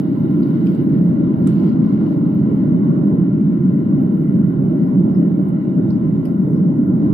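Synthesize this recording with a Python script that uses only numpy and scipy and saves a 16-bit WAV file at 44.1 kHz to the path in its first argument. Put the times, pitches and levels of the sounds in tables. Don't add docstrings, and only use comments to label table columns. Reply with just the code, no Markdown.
import sys
import numpy as np
from scipy import signal
from scipy.fft import rfft, irfft
from scipy.io import wavfile
from scipy.ndimage import uniform_filter1d, minimum_filter1d

SR = 44100
rng = np.random.default_rng(int(sys.argv[2]) if len(sys.argv) > 2 else 0)


def wrap_up_sound(samples):
    columns = np.atleast_2d(samples).T
    tamed = np.clip(columns, -1, 1)
    steps = np.round(tamed * 32767).astype(np.int16)
    wavfile.write(sys.argv[1], SR, steps)


def natural_amplitude(level_db):
    exponent = np.asarray(level_db, float) / 20
    return 10 ** exponent


N = 314433
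SIZE, HOP = 2048, 512
HZ = np.fft.rfftfreq(SIZE, 1 / SR)
T = np.arange(N // HOP + 5) * HOP / SR

# time_s, level_db
THRUST = [(0.0, -15.5), (.1, -16.5), (.27, -13.5), (1.7, -13.5), (2.0, -14), (2.9, -13), (3.45, -14.5),
          (4.35, -14.5), (5.15, -13.5), (5.5, -16), (6.1, -15), (6.3, -16.5), (6.75, -14.5), (7.1, -11.5)]
# pitch_hz, level_db (per Hz)
HULL_LEFT = [(25, -37), (50, -45.5), (90, -27), (140, -6.5), (190, 1.5), (240, -4), (320, -8.5),
             (500, -43.5), (800, -53.5), (1700, -51.5), (2450, -80.5), (4500, -94.5), (7000, -86),
             (15500, -90.5)]
# pitch_hz, level_db (per Hz)
HULL_RIGHT = [(25, -41.5), (50, -45), (90, -21), (140, -3.5), (190, 3), (240, -10), (320, -6), (500, -26),
              (800, -35.5), (1700, -60), (2450, -78.5), (4500, -82.5), (7000, -92.5), (15500, -84)]
# pitch_hz, width_hz, level_db (per Hz)
RINGS_LEFT = [(600, 280, -33.5), (1017, 110, -31), (1394, 300, -38.5), (1980, 530, -47.5), (2600, 199, -70),
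              (2970, 340, -56), (3450, 330, -66.5), (3725, 238, -59), (4000, 259, -69.5), (4470, 230, -76),
              (5187, 474, -85.5), (9008, 590, -73), (11000, 720, -76.5), (12544, 811, -71.5)]
# pitch_hz, width_hz, level_db (per Hz)
RINGS_RIGHT = [(585.3, 120, -21.5), (820, 33, -45), (985, 610, -39.5), (1100, 98, -43.5), (1350, 280, -43),
               (1660, 130, -57.5), (2220, 340, -57), (2700, 310, -58), (2860, 270, -59), (3220, 330, -64),
               (3930, 250, -70.5), (4200, 210, -67.5), (4750, 130, -68.5), (5481, 290, -81.5),
               (6350, 390, -82.5), (7380, 850, -77), (9730, 530, -74.5), (11800, 1200, -72),
               (13134, 2400, -67), (14400, 1600, -72.5)]
# pitch_hz, width_hz, level_db (per Hz)
PANEL_RING = (274, 76, -5)
# pitch_hz, likeness (0-1)
LIKENESS = [(25, .3), (45, .3), (75, .96), (190, .97), (235, .88), (300, .97), (400, .92), (500, .3),
            (1000, .42), (1800, .15), (4000, .05)]
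# pitch_hz, lead_rad
LEFT_LEAD = [(60, 0), (200, .3), (430, .3), (700, 2.6), (1000, 2.9), (1500, 3.7), (2200, 5.5)]
# start_s, length_s, centre_hz, left_db, right_db
CUPS = [
    (1.242, 2.0, 900, 1, 1),
    (3.248, 1.3, 896, -0.9, -2),
    (6.305, .7, 3343, -2.5, -7.5),
]
# start_s, length_s, level_db, left_minus_right_db
STROKES = [(0.0, 0.39, -69.5, 2), (0.424, 0.15, -67, 1), (0.605, .2, -66.5, 0), (0.894, 0.08, -69, -0.5),
           (1.055, 0.41, -74, -3), (1.466, .015, -62.5, -4), (1.49, 0.22, -66.5, -6.5),
           (1.623, 0.066, -65, -4.5), (1.802, 0.32, -68.5, -3), (2.2, 0.44, -74.5, -3.5),
           (2.8, .09, -77, 0), (7.0, 0.082, -76.5, -0.5)]
# pitch_hz, level_db
RUB_TONE = [(500, -35), (1000, -14.5), (2000, -5.5), (3000, -2.5), (5400, 5.5), (6500, -5), (9000, -4),
            (12000, -15), (16000, -20)]
# start_s, length_s, over_rest_db
HUNTS = [(0.0, 1.12, 8), (1.36, 0.31, 9), (2.08, .62, 4.5), (3.02, 0.25, 5), (3.7, .85, 6), (4.6, .9, 5.5),
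         (5.6, 0.58, 3.5), (6.22, .35, 7), (6.85, .3, 5.5)]
# start_s, peak_db
TICKS = [(0.0166, -42), (0.1188, -55.5), (0.31, -54), (0.3303, -58), (0.473, -49), (0.5206, -54),
         (0.66, -41.5), (0.7025, -52.5), (0.7186, -48), (0.837, -48.5), (0.876, -50), (0.959, -50.5),
         (0.9784, -52.5), (1.4065, -50), (1.6638, -51.5), (2.2942, -48.5), (2.3466, -43.5), (3.9453, -54.5),
         (3.9686, -57), (4.0114, -48), (4.028, -46.5), (4.1265, -46), (4.1685, -51), (4.2233, -52),
         (4.347, -52), (4.3663, -51), (4.3876, -50), (5.232, -64.5), (6.0379, -59)]
# start_s, peak_db, ring_hz, treble_over_ring_db, left_minus_right_db
TAPS = [(0.4308, -49, 4300, -20, -9), (0.6207, -60.5, 6250, 1, 0.5), (0.668, -44, 2840, -16, -14),
        (.6690, -49, 4940, -9, 4), (0.748, -53.5, 4500, 0, -1), (1.47, -36, 1300, -19, -11.5),
        (1.4707, -40.5, 2300, 4, -11), (1.4730, -49, 3500, -9, -9), (1.4736, -43, 5000, 8, -14),
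        (1.69, -61.5, 4500, -13, 1), (4.86, -73, 5200, -24.5, 6.5), (5.146, -61, 5200, -28.5, 1.5),
        (5.486, -58, 11200, -10, 10.5), (5.904, -46, 4740, -17.5, 7), (6.2528, -46.5, 2400, -18, 7),
        (6.2526, -51, 4900, -12, 8), (6.2528, -47.5, 11100, -17, 10.5), (6.482, -68, 8600, 4, -4),
        (6.555, -62.5, 5200, -17, 1)]
# start_s, length_s, pitch_hz, level_db, left_minus_right_db
PRESSES = [
    (1.559, 0.28, 807, -52, 13.5),
    (1.978, 0.1, 774, -52.5, 16.5),
    (2.478, 0.052, 370, -26, 0),
    (3.091, 0.12, 380, -27.5, -3),
    (6.44, 0.2, 415, -31, 1),
]
# pitch_hz, level_db (per Hz)
GATE = [(600, -125), (1700, -102), (2500, -107), (4500, -108), (10800, -106.5), (12000, -108.5),
        (13300, -108), (14200, -101), (15600, -96)]


def evened(x):
    return x / np.sqrt(np.mean(np.abs(x) ** 2) + 1e-20)


def read(points, hz):
    f, value = np.transpose(points)
    return np.interp(np.log(hz + 1), np.log(f + 1), value)


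def band(x, lo_hz, hi_hz):
    sos = signal.butter(2, [lo_hz, min(hi_hz, .49 * SR)], "bandpass", fs=SR, output="sos")
    return signal.sosfilt(sos, x)


def panned(db, pan_db):
    return natural_amplitude(db + np.array([[pan_db], [-pan_db]]) / 2)


def spell(t, start, length, edge_s):
    return np.clip(np.minimum(t - start, start + length - t) / edge_s + .5, 0, 1)


def port_colour(hull, rings):
    power = natural_amplitude(read(hull, HZ)) ** 2
    for hz, width, db in [PANEL_RING, *rings]:
        power = power + natural_amplitude(db) ** 2 / (1 + (2 * (HZ - hz) / width) ** 2) ** 3.36
    return np.sqrt(power)


def both_ports():
    return np.array([port_colour(HULL_LEFT, RINGS_LEFT), port_colour(HULL_RIGHT, RINGS_RIGHT)])


def patches(bins, frames):
    field = rng.standard_normal((2, len(T), len(HZ))).transpose(0, 2, 1)
    field = uniform_filter1d(field, size=bins, axis=1)
    return evened(uniform_filter1d(field, size=frames, axis=2))


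def hunting(t, edge_s=.08, mean_db=4):
    return sum(db * spell(t, s, length, edge_s) for s, length, db in HUNTS) - mean_db


def cupping(octaves=0.75, edge_s=0.092):
    gain_db = 0
    for s, length, hz, left_db, right_db in CUPS:
        ports_db = np.array([left_db, right_db])[:, None, None]
        hump = np.exp(-.5 * (np.log2(HZ / hz + 1e-9) / octaves) ** 4)[:, None]
        gain_db = gain_db + ports_db * hump * spell(T, s, length, edge_s)
    return gain_db


def jets(patchy_db=1.73, top_db=-14.0, roar_share=0.19):
    a, b, c, d = rng.standard_normal((4, len(T), len(HZ))).transpose(0, 2, 1)
    same = np.clip(read(LIKENESS, HZ), 0, 1)[:, None]
    right = a + 1j * b
    left = same * right + np.sqrt(1 - same ** 2) * (c + 1j * d)
    left = left * np.exp(1j * read(LEFT_LEAD, HZ))[:, None]

    time_s, thrust_db = np.transpose(THRUST)
    rumble = np.interp(T, time_s, thrust_db)
    rumble = rumble - rumble.mean()
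    roar, hiss = roar_share * rumble, hunting(T)
    low = read([(400, 0.89), (520, 0)], HZ)[:, None]
    high = read([(6000, 0.037), (11000, 0.79)], HZ)[:, None]
    swell_db = low * rumble + (1 - low - high) * roar + high * hiss + cupping()

    patch_db = patchy_db * (1 - 0.61 * low) * patches(bins=14, frames=9)
    gust_db = read([(3500, 0), (6000, 4.0), (10500, 4.0), (12000, 2.3)], HZ)[:, None]
    patch_db = patch_db + gust_db * patches(bins=300, frames=4)
    z = np.array([left, right]) * both_ports()[..., None] * natural_amplitude(swell_db + patch_db)
    sound = signal.istft(z, nperseg=SIZE, noverlap=SIZE - HOP)[1][:, :N]
    return natural_amplitude(top_db) * evened(sound)


def strokes(grip_s=0.0054, let_go_db_per_s=131.5, rest_db=-80.5):
    t, level = np.arange(N) / SR, natural_amplitude(rest_db)
    for s, length, db, pan_db in STROKES:
        grip = np.clip((t - s) / grip_s + 1, 0, 1)
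        let_go = natural_amplitude(-let_go_db_per_s * np.maximum(t - s - length, 0))
        level = np.maximum(level, panned(db, pan_db) * grip * let_go)
    return level


def rubbing(grains_per_s=1500, spread_db=4.):
    jerks = natural_amplitude(spread_db * np.minimum(rng.exponential(1, (2, N)), 5))
    jerks = jerks * (rng.random((2, N)) < grains_per_s / SR)
    roughness = evened(uniform_filter1d(jerks, size=40, axis=1))
    slip = rng.standard_normal((2, N)) * (1 + .8 * roughness)
    ports = both_ports() ** .85 * natural_amplitude(read(RUB_TONE, HZ))
    fine_hz = np.fft.rfftfreq(N, 1 / SR)
    slip = irfft(rfft(slip) * [np.interp(fine_hz, HZ, port) for port in ports], N)
    slip = slip / np.std(band(slip, 3300, 5600), axis=1, keepdims=True)
    return slip * natural_amplitude(4.0) * strokes()


def lens(hz=13600, per_s=260, small_db=-66, left_db=-26):
    busy = natural_amplitude(hunting(np.arange(N) / SR))
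    sizes = natural_amplitude(small_db + 3.5 * np.minimum(rng.exponential(1, N), 4))
    steps = busy * sizes * (rng.random(N) < per_s / SR)
    s, db = np.transpose(TICKS)
    steps[np.round(s * SR).astype(int)] = natural_amplitude(db + 7.0)
    u = np.arange(-40, 41) / SR
    tick = np.cos(2 * np.pi * hz * u) * np.exp(-.5 * (u / .00012) ** 2)
    return signal.oaconvolve(steps, tick)[20:N + 20] * natural_amplitude(np.array([[left_db], [0]]))


def taps(crack_s=0.01, tail_s=0.26, scuff_db=-67, scuff_share=.45):
    out, t = np.zeros((2, N + SR)), np.arange(SR // 4) / SR
    noises = rng.standard_normal((len(TAPS), 2, len(t)))
    for (s, db, hz, treble_db, pan_db), noise in zip(TAPS, noises):
        width = np.clip(520 + 16 * (db + 47.5), 150, 600)
        ring = band(band(noise, hz - width, hz + width), hz - 1.4 * width, hz + 1.4 * width)
        treble = band(band(noise, 7000, 11000), 5300, 12000)
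        tone = evened(ring) + natural_amplitude(treble_db) * evened(treble)
        tone = tone / np.std(tone[:, :SR // 150], axis=1, keepdims=True)
        crack = natural_amplitude(-60 * t / (crack_s * 2))
        scuff = natural_amplitude(scuff_db + scuff_share * (db + 56) - db - 60 * t / tail_s)
        shape = np.minimum(t / 0.0011, 1) * (crack + scuff)
        out[:, round(s * SR):][:, :len(t)] += panned(db, pan_db) * tone * shape
    return out[:, :N]


def presses(width_over_pitch=.33):
    out = np.zeros((2, N + SR))
    noises = rng.standard_normal((len(PRESSES), SR // 2))
    for (s, length, hz, db, pan_db), noise in zip(PRESSES, noises):
        width = width_over_pitch * hz
        scuff = band(band(noise, hz - width / 2, hz + width / 2), hz - width, hz + width)
        scuff = evened(scuff)[:round(length * SR)]
        scuff = scuff * signal.windows.tukey(len(scuff), .5)
        out[:, round(s * SR):][:, :len(scuff)] += panned(db, pan_db) * scuff
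    return out[:, :N]


def scene():
    return jets() + rubbing() + lens() + taps() + presses()


def gate(x, wander_db=2.5, band_wander_db=2.2):
    lead = 2 * x[:, :1] - x[:, 153:0:-1]
    framing = dict(window="cosine", nperseg=SIZE, noverlap=SIZE // 2)
    z = signal.stft(np.hstack([lead, x]), boundary="odd", **framing)[2]
    power = np.abs(z) ** 2 / natural_amplitude(11) ** 2 + 1e-20
    band_of_bin = np.arange(len(HZ)) // 32
    bands = np.add.reduceat(power, np.arange(0, len(HZ), 32), axis=1)[:, band_of_bin] / 32

    frames = z.shape[2]
    wander = evened(uniform_filter1d(rng.standard_normal((frames, 2)), size=3, axis=0)).T[:, None]
    band_wander = evened(uniform_filter1d(rng.standard_normal((frames, 2, 33)), size=4, axis=0))
    band_wander = band_wander.transpose(1, 2, 0)[:, band_of_bin]
    bar_db = read(GATE, HZ)[:, None] + wander_db * wander + band_wander_db * band_wander
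    bar = natural_amplitude(bar_db) ** 2
    kept = (power > bar) & (bands > bar / 3)
    return signal.istft(z * kept, **framing)[1][:, lead.shape[1]:][:, :N]


def top_cut(x):
    return signal.sosfilt(signal.butter(12, 15700, fs=SR, output="sos"), x)


def record(dry):
    hissy = dry + natural_amplitude(-70) * rng.standard_normal(dry.shape)
    room = np.minimum(1, .697 / (np.abs(hissy).max(0) + 1e-9))
    gain = uniform_filter1d(minimum_filter1d(room, size=441), size=441)
    return top_cut(gate(hissy * gain))


dry = scene()
out = record(dry)
wrap_up_sound(out)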